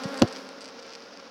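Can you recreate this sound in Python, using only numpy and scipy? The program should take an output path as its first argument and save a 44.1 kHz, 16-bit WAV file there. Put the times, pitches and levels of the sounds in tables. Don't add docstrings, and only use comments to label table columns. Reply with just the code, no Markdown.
import sys
import numpy as np
from scipy import signal
from scipy.fft import rfft, irfft
from scipy.io import wavfile

SR = 44100
rng = np.random.default_rng(int(sys.argv[2]) if len(sys.argv) > 2 else 0)


def bounce(signal):
    frames = np.transpose(np.atleast_2d(signal))
    limited = np.clip(frames, -1, 1)
    pcm = np.round(limited * 32767).astype(np.int16)
    wavfile.write(sys.argv[1], SR, pcm)


N = 57330

# (frequency [Hz], level [dB], t60 [s])
TICK_MODES = [(2400, -3.5, 0.0022), (4730, -1.5, 0.0048), (5680, -3, 0.0027)]


def from_db(db):
    return 10 ** (np.asarray(db) / 20)


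def rms_one(x):
    return x / np.sqrt(np.mean(x ** 2) + 1e-20)


def in_time(rows):
    times_s, *columns = np.transpose(rows)
    return [np.interp(np.arange(N) / SR, times_s, column) for column in columns]


def at_hz(points, hz):
    points_hz, db = np.transpose(points)
    return from_db(np.interp(np.log(hz + 1), np.log(points_hz), db))


def drift(rate_hz):
    step, settle = 40, 2000
    pole = np.exp(-2 * np.pi * rate_hz * step / SR)
    white = rng.standard_normal(N // step + settle + 2)
    slow = signal.lfilter([1], [1, -2 * pole, pole * pole], white)[settle:]
    return np.interp(np.arange(N) / step, np.arange(len(slow)), rms_one(slow))


def noise(tone):
    bins_hz = np.arange(N // 2 + 1) * SR / N
    return rms_one(irfft(rfft(rng.standard_normal(N)) * at_hz(tone, bins_hz), N))


def ring(clicks, modes, alternate=False):
    total = 0
    for k, (hz, db, t60_s) in enumerate(modes):
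        pole = np.exp(-np.log(1000) / (t60_s * SR))
        turn = 2 * np.pi * hz / SR
        sign = (-1) ** k if alternate else 1
        feedback = [1, -2 * pole * np.cos(turn), pole * pole]
        mode = signal.lfilter([0, np.sin(turn)], feedback, clicks + 1e-18)
        total = total + sign * from_db(db) * mode
    return total


def push(start_s, contact_s):
    force = np.sin(np.pi * np.clip((np.arange(N) / SR - start_s) / contact_s, 0, 1))
    return force / force.sum()


def scatter(x, db, t60_s):
    echoes = rng.standard_normal(N) * np.exp(-np.log(1000) * np.arange(N) / SR / t60_s)
    return x + from_db(db) * signal.fftconvolve(x, echoes / np.linalg.norm(echoes))[:N]


def buzz(beat_hz, tone, count=64):
    flutter, jitter = 0.00615, 0.00914
    unsteady_hz = beat_hz * (1 + flutter * drift(26.55) + jitter * drift(203))
    turns = np.cumsum(unsteady_hz) / SR
    overtones_hz = np.arange(1, count + 1) * beat_hz.mean()
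    overtones = at_hz(tone, overtones_hz) * np.exp(2j * np.pi * rng.random(count))
    stroke = irfft(np.append(0, overtones), 2048)
    stroke_turns = np.linspace(0, 1, len(stroke), endpoint=False)
    return rms_one(np.interp(turns % 1, stroke_turns, stroke))


def single_bee(flight, tone):
    beat_hz, db = in_time(flight)
    return from_db(db) * buzz(beat_hz, tone)


def close_bee():
    # (time [s], wingbeat [Hz], level [dB])
    flight = [(0, 266, -35), (.022, 258.6, -39), (.062, 272.5, -37.5), (.118, 280.8, -38),
              (.172, 262.6, -37.5), (.215, 272, -41), (.25, 255.9, -38.5), (.31, 264.8, -47.5),
              (.4, 268.5, -45.5), (.55, 266.4, -53), (.68, 264.8, -51), (1, 270.8, -71)]
    # (frequency [Hz], relative level [dB])
    tone = [(270, -1), (540, -3), (810, -10), (1100, -10), (1650, -12.5), (2300, -24), (3300, -31),
            (5200, -28), (7000, -34), (11000, -62), (16000, -37)]
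    return single_bee(flight, tone)


def hovering_bee():
    # (time [s], wingbeat [Hz], level [dB])
    flight = [(0, 235.9, -44), (.15, 226, -46), (.29, 224, -44), (.42, 229, -52.5), (.76, 229.9, -51.5),
              (.96, 230.1, -50.5), (1.12, 236.6, -55.5), (1.3, 238.4, -57)]
    # (frequency [Hz], relative level [dB])
    tone = [(230, -9.5), (460, 1), (690, -9.5), (920, -9.5), (1150, -14), (1390, -8), (1900, -22.5),
            (5000, -17), (7000, -40)]
    return single_bee(flight, tone)


def slow_bee():
    # (time [s], wingbeat [Hz], level [dB])
    flight = [(0, 205, -53), (.09, 192, -50), (.16, 203, -48), (.28, 192, -56), (.38, 197.7, -51),
              (.52, 182, -60.5), (.7, 185, -64.5)]
    # (frequency [Hz], relative level [dB])
    tone = [(195, 0), (390, -8), (590, -9), (1000, -13), (1500, -15), (2500, -22), (5000, -24)]
    return single_bee(flight, tone)


def circling_bee():
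    # (time [s], wingbeat [Hz], level [dB])
    flight = [(0, 290, -56), (.33, 281, -58), (.4, 285, -53), (.55, 279, -49.5), (.65, 290, -53.5),
              (.8, 268, -54), (.96, 271, -51.5), (1.04, 285, -54), (1.13, 290, -58), (1.22, 272, -52),
              (1.3, 275, -59)]
    # (frequency [Hz], relative level [dB])
    tone = [(280, -7), (560, 0), (840, -12), (1120, -10), (1400, -7), (2000, -18), (5000, -24), (7000, -40)]
    return single_bee(flight, tone)


def swarm(count=16):
    # (time [s], level [dB])
    swarm_level = [(0, -42), (.17, -39.5), (.3, -43.5), (.45, -47.5), (.7, -50.5), (1, -50.5),
                   (1.24, -48.5), (1.3, -51)]
    # (frequency [Hz], relative level [dB])
    tone = [(190, -5), (250, -3.5), (370, -5), (540, 0), (680, -6.5), (1000, -8.5), (1400, -6), (2100, -15),
            (3200, -18), (5200, -17), (7000, -40), (12000, -70)]
    low_hz, high_hz = 205.17, 289.9
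    wander, swell_db = .035, 4
    bees = 0
    for hz in np.linspace(low_hz, high_hz, count):
        bee = buzz(hz * (1 + wander * drift(2)), tone)
        bees = bees + bee * from_db(swell_db * drift(4.7))
    return from_db(in_time(swarm_level)[0]) * rms_one(bees)


def frame_knock():
    # (time [s], thud drive [dB], contact time [s], crack drive [dB])
    knocks = [(0.2168, -18, 0.00033, -63), (0.2203, -6.5, 0.00057, -3), (0.2245, -5.5, 0.00039, -13.5),
              (0.2273, -12.5, 0.0033, -38), (0.2323, -9, .0014, -24), (0.2407, -13.5, 0.0014, -40)]
    # (frequency [Hz], level [dB], t60 [s])
    wood_modes = [(123, -16, 0.042), (212.6, -3, 0.032), (318, -3, 0.056), (382, -11.5, 0.057),
                  (547, -6, 0.038), (612, -15, 0.03), (711, -22, 0.097), (797, -16, 0.046),
                  (1007, -7.5, 0.011), (1300, -13, .012), (1500, -36, .025)]
    # (frequency [Hz], level [dB], t60 [s])
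    crack_modes = [(1860, -11, 0.0031), (2810, -10, 0.0071), (3130, -10.5, 0.0058), (4400, -5, 0.0052),
                   (5130, -10.5, 0.0072), (5650, -7.5, .004), (7200, -13.5, 0.0031), (9720, -18.5, 0.0016)]
    pushes, cracks = np.zeros(N), np.zeros(N)
    for start_s, thud_db, contact_s, crack_db in knocks:
        pushes += from_db(thud_db) * push(start_s, contact_s)
        cracks[int(start_s * SR)] += from_db(crack_db)
    crack = scatter(ring(cracks, crack_modes, alternate=True), db=-8, t60_s=0.016)
    thud = ring(pushes, wood_modes)
    return scatter(thud + crack + frame_bump(), db=-30, t60_s=0.22)


def frame_bump():
    # (frequency [Hz], level [dB], t60 [s])
    bump_modes = [(125, 2.5, 0.028), (198, 5, 0.041)]
    nudge = from_db(-23.5) * push(start_s=.0525, contact_s=0.0016)
    return ring(nudge, bump_modes, alternate=True)


def wing_ticks():
    # (start [s], length [s], stroke rate [Hz], first touch drive [dB], relative crispness [dB])
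    wing_runs = [(.0362, .010, 245, -23, 2.5), (.0515, .011, 104, -34, -6), (.0892, .002, 220, -32, 6),
                 (.1436, .002, 240, -26.5, 3), (.1746, .006, 260, -25.5, 6.5), (.188, .006, 690, -27.5, -1),
                 (.1965, .007, 180, -32, 14.5), (.2767, .012, 215, -27.5, 2), (.3262, .007, 195, -29.5, 4),
                 (.3621, .002, 265, -25, -4), (.369, .007, 198, -29.5, -3.5), (.4904, .002, 220, -32, 6),
                 (.6079, .007, 250, -29, 3), (.617, .017, 218, -27.5, 1), (.6432, .007, 230, -30, 3),
                 (.6569, .007, 170, -30, 0), (.6789, .002, 220, -29.5, 2), (.6872, .011, 205, -34.5, 1),
                 (.7919, .011, 260, -32, -4), (.8262, .007, 215, -32.5, -2.5),
                 (.8658, .002, 240, -31.5, 0.5), (.8913, .008, 250, -33, -5),
                 (.9053, .002, 215, -31.5, -10), (0.9185, .007, 180, -33, -7),
                 (.9268, .002, 220, -31.5, -6), (.9352, .011, 250, -29, -5), (.9522, .007, 192, -27, -4.5),
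                 (1.0051, .002, 265, -31.5, -16), (1.0392, .002, 180, -35, -6),
                 (1.1405, .002, 235, -39, -6), (1.1737, .002, 250, -31, -4), (1.2, .002, 180, -33.5, -6)]
    # (frequency [Hz], level [dB], t60 [s])
    top_modes = [(7980, -12, 0.003), (10300, -18.5, 0.0021)]
    stroke_loss_db, stroke_spread_db, max_strokes = 2.5, 1.5, 12
    clicks, crisp = np.zeros(N), np.zeros(N)
    for start_s, length_s, rate_hz, db, crisp_db in wing_runs:
        chance = rng.standard_normal(max_strokes)
        delays_s = np.arange(0, length_s, 1 / rate_hz)[:max_strokes]
        for k, delay_s in enumerate(delays_s):
            i = int((start_s + delay_s) * SR)
            touch_db = db - stroke_loss_db * k + stroke_spread_db * chance[k]
            clicks[i] += from_db(touch_db)
            crisp[i] += from_db(touch_db + crisp_db)
    return ring(clicks, TICK_MODES, alternate=True) - ring(crisp, top_modes, alternate=True)


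def rustle():
    # (time [s], level [dB])
    rustle_level = [(0, -45), (.2, -49), (.38, -43.5), (.46, -51), (.7, -51), (.92, -50), (1.05, -51.5),
                    (1.3, -52.5)]
    # (frequency [Hz], relative level [dB])
    tone = [(100, -13), (300, 9.5), (1500, 1.5), (2300, -1), (3200, -1), (4000, -2.5), (5400, 2.5),
            (6300, -4.5), (7200, -16), (10000, -41), (13000, -40), (16000, -17)]
    ticks_per_s, tick_db, tick_spread_db = 150, 7.5, 3
    struck = rng.random(N) < ticks_per_s / SR
    chance = np.clip(rng.standard_normal(N), -2, 2)
    stray = struck * from_db(tick_db + tick_spread_db * chance)
    hiss = noise(tone) * from_db(1.5 * drift(47))
    return from_db(in_time(rustle_level)[0]) * (hiss + ring(stray, TICK_MODES, alternate=True))


def outdoor_air():
    # (frequency [Hz], relative level [dB])
    tone = [(20, -22), (60, -3), (130, -16.5), (220, -12), (600, -4), (2000, -21), (8000, -45),
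            (16000, -54)]
    return from_db(-60) * noise(tone)


def scene():
    near = close_bee() + hovering_bee() + slow_bee() + circling_bee()
    return (near + swarm() + frame_knock() + wing_ticks() + rustle() + outdoor_air())[None]


def record(dry, low_cut_hz=88, high_cut_hz=11000, cutoff_hz=16200):
    thin = signal.sosfilt(signal.butter(3, low_cut_hz, "high", fs=SR, output="sos"), dry)
    dull = signal.sosfilt(signal.butter(1, high_cut_hz, fs=SR, output="sos"), thin)
    return signal.sosfilt(signal.ellip(10, .5, 80, cutoff_hz, fs=SR, output="sos"), dull)


dry = scene()
out = record(dry)
bounce(out)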